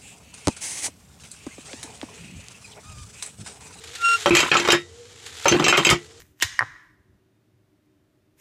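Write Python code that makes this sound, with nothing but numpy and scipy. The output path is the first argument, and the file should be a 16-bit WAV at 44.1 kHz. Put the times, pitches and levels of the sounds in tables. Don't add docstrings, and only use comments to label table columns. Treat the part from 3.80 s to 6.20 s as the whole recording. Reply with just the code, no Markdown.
import sys
import numpy as np
from scipy import signal
from scipy.fft import rfft, irfft
from scipy.io import wavfile
from scipy.ndimage import uniform_filter1d, minimum_filter1d

SR = 44100
rng = np.random.default_rng(int(sys.argv[2]) if len(sys.argv) > 2 else 0)


def to_wav(sig):
    pcm = np.clip(np.atleast_2d(sig), -1, 1) * 32767
    pcm = np.round(pcm).astype(np.int16)
    wavfile.write(sys.argv[1], SR, pcm.T)


N = 105840
T = np.arange(N) / SR

# frequency_hz, level_db
AIR_SPECTRUM = [(18, -70), (30, -85), (81, -4.5), (170, -24.5), (355, -21), (426, -16), (473, -10),
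                (526, -26), (2680, -36), (3140, -27), (3400, -32.5), (7270, -28), (11100, -49),
                (16000, -84)]
# time_s, pitch_hz, level_db
WHINE_PATH = [(0, 443, -54.5), (0.134, 490, -52), (.22, 520, -75), (0.29, 485, -45), (0.345, 438, -48),
              (.42, 425, -55), (1.029, 450, -67.5), (1.2, 478, -48), (1.331, 487, -56), (1.447, 440, -60),
              (2.2, 420, -55), (2.4, 478, -50)]
# frequency_hz, level_db
RUB_SPECTRUM = [(410, -31), (700, 21), (1060, -4), (1840, -2.5), (2840, -3.5), (3690, -0.5), (5400, -8),
                (7290, -5), (11400, -19), (15000, -34), (16000, -39)]
# time_s, level_db
RUB_LEVELS = [(0, -51.5), (.06, -43), (.17, -37.5), (.3, -31.5), (.44, -32), (.95, -34), (1.06, -56),
              (1.34, -49.5), (1.45, -41), (1.6, -37), (2.1, -34.5), (2.2, -48), (2.28, -51), (2.4, -55)]
# start_s, level_db
SLACK_TICKS = [(0.039, -39), (0.1515, -31), (1.463, -36), (1.624, -45.5), (1.645, -30)]
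# time_s, lowest_tone_db, overtones_db
SQUEAK_LEVELS = [(0.17, -56, -57), (.21, -33.5, -59), (0.248, -18, -28), (.355, -18.5, -27.5),
                 (0.377, -47, -60)]
# pitch_multiple, level_db
SQUEAK_OVERTONES = [(2, 5), (3, -15.5), (4, -11.5), (5, -11.5), (6, -11.5)]
# start_s, force_db, stand_thud_db, barrel_knock_db, clank_db, ting_db, tick_db
LEVER_BLOWS = [(0.4592, -6.5, -3, -2, 0.5, -11.5, -32), (0.507, 2.5, -7.5, -13.5, -5.5, -21.5, -37),
               (0.5505, -7, -26, -8.5, 0.5, -8.5, -21.5), (0.568, -6.5, -15, -9, 4.5, -2, -19.5),
               (0.591, -12, -8.5, -8.5, 4, -5.5, -23), (0.603, -17.5, -24, -5, 4, 3, -15.5),
               (0.628, -15, -5, -5.5, -2.5, -15, -35), (0.7155, -1.5, -12.5, -6.5, 0, -14.5, -48),
               (0.742, -13, -11.5, -5, -0.5, -7, -49), (0.752, -8, -23, -5, -19, -16, -53),
               (0.768, -13, -8.5, -19, -2, -7.5, -54), (0.798, -16, -1.5, -25, 2, -4, -29),
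               (0.849, -20, -9, -2, 6, -3, -38), (0.876, -13.5, -18, -3, -15, -8, -29),
               (0.886, -5.5, -12, 1, -1.5, -7.5, -35), (0.903, -10, -7.5, -14, 9, 4.5, -20),
               (0.92, -2.5, -20.5, -11, -5, -4, -20), (0.929, -14.5, 0.5, 4, 6.5, -18, -24),
               (1.656, -7.5, -8, 2, 2.5, -4, -45), (1.682, -6.5, -23, -10, -1.5, -3.5, -23.5),
               (1.713, -13.5, -3.5, -17, -17, -3.5, -49), (1.722, -6.5, -2.5, -9, -0.5, -16, -53),
               (1.745, -13.5, 3, -5, -15, -24, -43), (1.797, -9.5, 0.5, -10, -9.5, -15, -39),
               (1.824, -15.5, -6.5, -7, -6, -35, -50), (1.842, -7, -10, -26, -8, -5, -42),
               (1.864, -16.5, 0, 5, 6.5, -5.5, -43), (1.882, -0.5, -11, -9.5, -2, -13, -25.5),
               (1.926, 0.5, -19, -5, -1.5, -14, -45), (1.972, -12.5, -21, -10, -4, -8, -18),
               (1.977, -4.5, -3.5, -7.5, -0.5, -11.5, -26), (2.049, -6, -22, -13, -5.5, -12, -30),
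               (2.068, -15.5, 1.5, 1, 4.5, 2, -20), (2.091, -9.5, -5, 0, 10.5, -2, -22),
               (2.101, -13, -1.5, -23, -21, 5.5, -8.5), (2.109, -8.5, -3, -0.5, -2, -4.5, -17.5)]
# low_hz, high_hz, ring_s, gain_db
BLOW_PARTS = [(149, 740, 0.16, -5), (410, 1670, 0.12, -1.5), (1720, 4140, 0.15, -9.5),
              (4660, 7100, 0.12, -8.5), (8970, 13000, 0.079, 5)]
# frequency_hz, level_db
CLATTER_SPECTRUM = [(40, -13.5), (147, -2), (283, -2.5), (345, 5.5), (382, 0), (516, -13.5), (1300, -5.5),
                    (1810, -14), (2210, -8), (3130, -12.5), (3500, -17.5), (4680, -22), (7730, -28),
                    (8770, -45.5), (12800, -50.5), (16000, -57)]
# pitch_hz, level_db, ring_s
PUMP_NOTES = [(149.2, -16.5, 0.25), (349.6, -2.5, 0.21), (572.2, -18, 0.11), (1320, -17.5, 0.19),
              (1972, -19, 0.29), (2830, -10, 0.091), (3130, -6, 0.11)]
# start_s, pitch_hz, level_db, ring_s
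STRONG_PINGS = [(.4592, 573, -7.5, 0.14), (.507, 341, 0, 0.12), (.768, 7060, -21, 0.093),
                (.886, 3740, -12, 0.23), (.929, 348.5, -11.5, 0.19), (.929, 1717, -8.5, 0.089),
                (.929, 1872, -15.5, 0.17), (1.656, 568, -4.5, 0.073), (1.682, 6170, -6, 0.09),
                (2.049, 7630, -9.5, 0.083), (2.109, 1270, -7.5, 0.086)]
# start_s, level_db
LANDINGS = [(0.508, -12), (0.93, -31), (1.711, -18.5), (2.109, -11)]
# start_s, level_db
LINK_CLINKS = [(0.5514, -18.5), (0.604, -17.5), (.768, -22), (1.844, -21), (1.882, -11.5), (1.974, -22.5),
               (2.049, -14)]
# pitch_hz, level_db
LINK_NOTES = [(2434, -15), (2671, -1), (3062, -7.5), (3822, -10), (4083, -22.5), (5016, -12.5), (6150, -20),
              (6494, -11.5), (7628, -9), (12446, -33)]
# start_s, end_s, loudest_bubble_db
WATER_GUSHES = [(0.562, 0.695, -24.5), (.73, 0.949, -24.5), (1.728, 2.124, -23.5)]
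# start_s, level_db
STOP_CLACKS = [(0.715, -7.5), (.8762, -7), (1.9255, -1.5), (1.977, -3.5)]


def amp(db):
    return 10 ** (np.asarray(db) / 20)


def unit(x):
    return x / np.sqrt(np.mean(x ** 2))


def noise(spectrum, low_hz=20, high_hz=20000):
    f = np.fft.rfftfreq(N, 1 / SR) + 1e-3
    hz, db = np.array(spectrum).T
    tone = amp(np.interp(np.log(f), np.log(hz), db))
    edges = 1 / np.sqrt((1 + (low_hz / f) ** 12) * (1 + (f / high_hz) ** 12))
    return unit(irfft(rfft(rng.standard_normal(N)) * tone * edges, N))


def wander(rate_hz):
    hold = int(SR / rate_hz)
    steps = np.repeat(rng.standard_normal(N // hold + 1), hold)
    return unit(uniform_filter1d(steps, hold)[:N])


def add(out, start_s, sound):
    i = int(start_s * SR)
    out[i:i + len(sound)] += sound[:N - i]


def ring(t, hz, ring_s, phase=0):
    return np.sqrt(2) * np.sin(2 * np.pi * hz * t + phase) * np.exp(-np.log(1000) * t / ring_s)


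def roughen_treble(x, depth_db=6, spacing_hz=110):
    f = np.fft.rfftfreq(len(x), 1 / SR)
    ripple = np.interp(f / spacing_hz, np.arange(256), rng.standard_normal(256))
    ripple *= np.minimum(f / 2000, 1)
    return irfft(rfft(x) * unit(amp(depth_db * ripple)), len(x))


def background(air_db=-50, waver=0.014):
    times, hz, db = np.array(WHINE_PATH).T
    pitch_hz = np.interp(T, times, hz) * (1 + waver * wander(60.4))
    phase = 2 * np.pi * np.cumsum(pitch_hz) / SR
    whine = np.sqrt(2) * amp(np.interp(T, times, db) + 1.96 * wander(30.44)) * np.sin(phase)
    return whine + amp(air_db + 0.3 * wander(37)) * noise(AIR_SPECTRUM)


def pivot_rub(gain_db=-3.5, grit_db=2.5, tick_s=0.0076):
    times, levels_db = np.array(RUB_LEVELS).T
    level = amp(np.interp(T, times, levels_db) + gain_db + grit_db * wander(250))
    for start, db in SLACK_TICKS:
        add(level, start, amp(db) * np.exp(-T / tick_s))
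    return level * noise(RUB_SPECTRUM, low_hz=1217)


def pivot_squeak(pitch_hz=1381, waver=0.0016):
    times, lowest_db, overtones_db = np.array(SQUEAK_LEVELS).T
    phase = 2 * np.pi * np.cumsum(pitch_hz * (1 + waver * wander(156))) / SR
    swell = lambda db: amp(np.interp(T, times, db, left=-120, right=-120))
    overtones = sum(amp(db + wander(42.3)) * np.sin(k * phase) for k, db in SQUEAK_OVERTONES)
    return np.sqrt(2) * (swell(lowest_db) * np.sin(phase) + swell(overtones_db) * overtones)


def lever_clatter(crack_db=-3, crack_s=0.0031, scatter_db=4, ping_db=-3.5):
    out, t = np.zeros(N), T[:SR // 3]
    share = 0.31
    for part, (low_hz, high_hz, ring_s, part_db) in enumerate(BLOW_PARTS):
        common = np.sqrt(share) * noise(CLATTER_SPECTRUM, low_hz, high_hz)[:len(t)]
        varied = np.sqrt(1 - share) * noise(CLATTER_SPECTRUM, low_hz, high_hz)
        rise = 1 - np.exp(-t * high_hz)
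        fall = np.exp(-np.log(1000) * t / ring_s) + amp(crack_db) * np.exp(-t / crack_s)
        notes = [note for note in PUMP_NOTES if low_hz <= note[0] < high_hz]
        for start, force_db, *mix_db in LEVER_BLOWS:
            own = np.roll(varied, rng.integers(N))[:len(t)]
            blow = roughen_treble(common + own) * fall
            for hz, db, note_s in notes:
                level = amp(db + scatter_db * rng.standard_normal())
                blow += level * ring(t, hz, note_s, rng.uniform(0, 2 * np.pi))
            add(out, start, amp(force_db + mix_db[part] + part_db) * rise * blow)
    for start, hz, db, ring_s in STRONG_PINGS:
        add(out, start, amp(db + ping_db) * ring(t, hz, ring_s))
    return out


def ground_thumps(rise_s=0.0025, fade_s=0.015):
    out, t = np.zeros(N), T[:SR // 3]
    shape = (1 - np.exp(-t / rise_s)) * np.exp(-t / fade_s)
    for start, db in LANDINGS:
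        add(out, start, amp(db) * shape * noise(CLATTER_SPECTRUM, 50, 157)[:len(t)])
    return out


def link_clinks(ring_s=0.17, detune=0.0015, scatter_db=2):
    out, t = np.zeros(N), T[:SR // 3]
    for start, clink_db in LINK_CLINKS:
        for hz, db in LINK_NOTES:
            loudness, shift, side = rng.standard_normal(3)
            gain = np.sign(side) * amp(clink_db + db + scatter_db * loudness)
            add(out, start, gain * ring(t, hz * (1 + detune * shift), ring_s))
    return out


def water_spatter(bubbles_per_gush=110, low_hz=846, high_hz=3910, spread_db=11, ring_cycles=36):
    out, t = np.zeros(N), T[:SR // 10]
    for start, end, loudest_db in WATER_GUSHES:
        for when, smallness, softness in rng.random((bubbles_per_gush, 3)):
            hz = low_hz * (high_hz / low_hz) ** smallness
            bubble = amp(loudest_db - spread_db * softness) * ring(t, hz, ring_cycles / hz)
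            add(out, start + when * (end - start), bubble)
    return out


def stop_clacks(rise_s=0.00025, fade_s=0.0025):
    out, t = np.zeros(N), T[:SR // 3]
    shape = (1 - np.exp(-t / rise_s)) * np.exp(-t / fade_s)
    for start, db in STOP_CLACKS:
        add(out, start, amp(db) * shape * noise(CLATTER_SPECTRUM, 410, 3400)[:len(t)])
    return out


def scene():
    hits = lever_clatter() + link_clinks() + stop_clacks() + ground_thumps()
    return (hits + water_spatter() + pivot_squeak() + pivot_rub() + background())[None]


def record(dry):
    limit_db, recover_db_per_s = -12.5, 437
    sense_samples, ahead_samples = int(0.0095 * SR), int(0.006 * SR)
    power = np.abs(uniform_filter1d(dry[0] ** 2, sense_samples))
    over_db = np.maximum(10 * np.log10(power + 1e-12) - limit_db, 0)
    recovery_db = recover_db_per_s * T
    cut_db = np.maximum.accumulate(over_db + recovery_db) - recovery_db
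    gain_db = uniform_filter1d(minimum_filter1d(-cut_db, ahead_samples), ahead_samples)
    rounded = 0.93 * np.tanh(dry[0] * amp(gain_db) / 0.91)
    bass_cut = signal.butter(3, 42, "highpass", fs=SR, output="sos")
    top_cut = signal.ellip(8, .2, 80, 15700, fs=SR, output="sos")
    return signal.sosfilt(top_cut, signal.sosfilt(bass_cut, rounded))[None]


dry = scene()
out = record(dry)
to_wav(out)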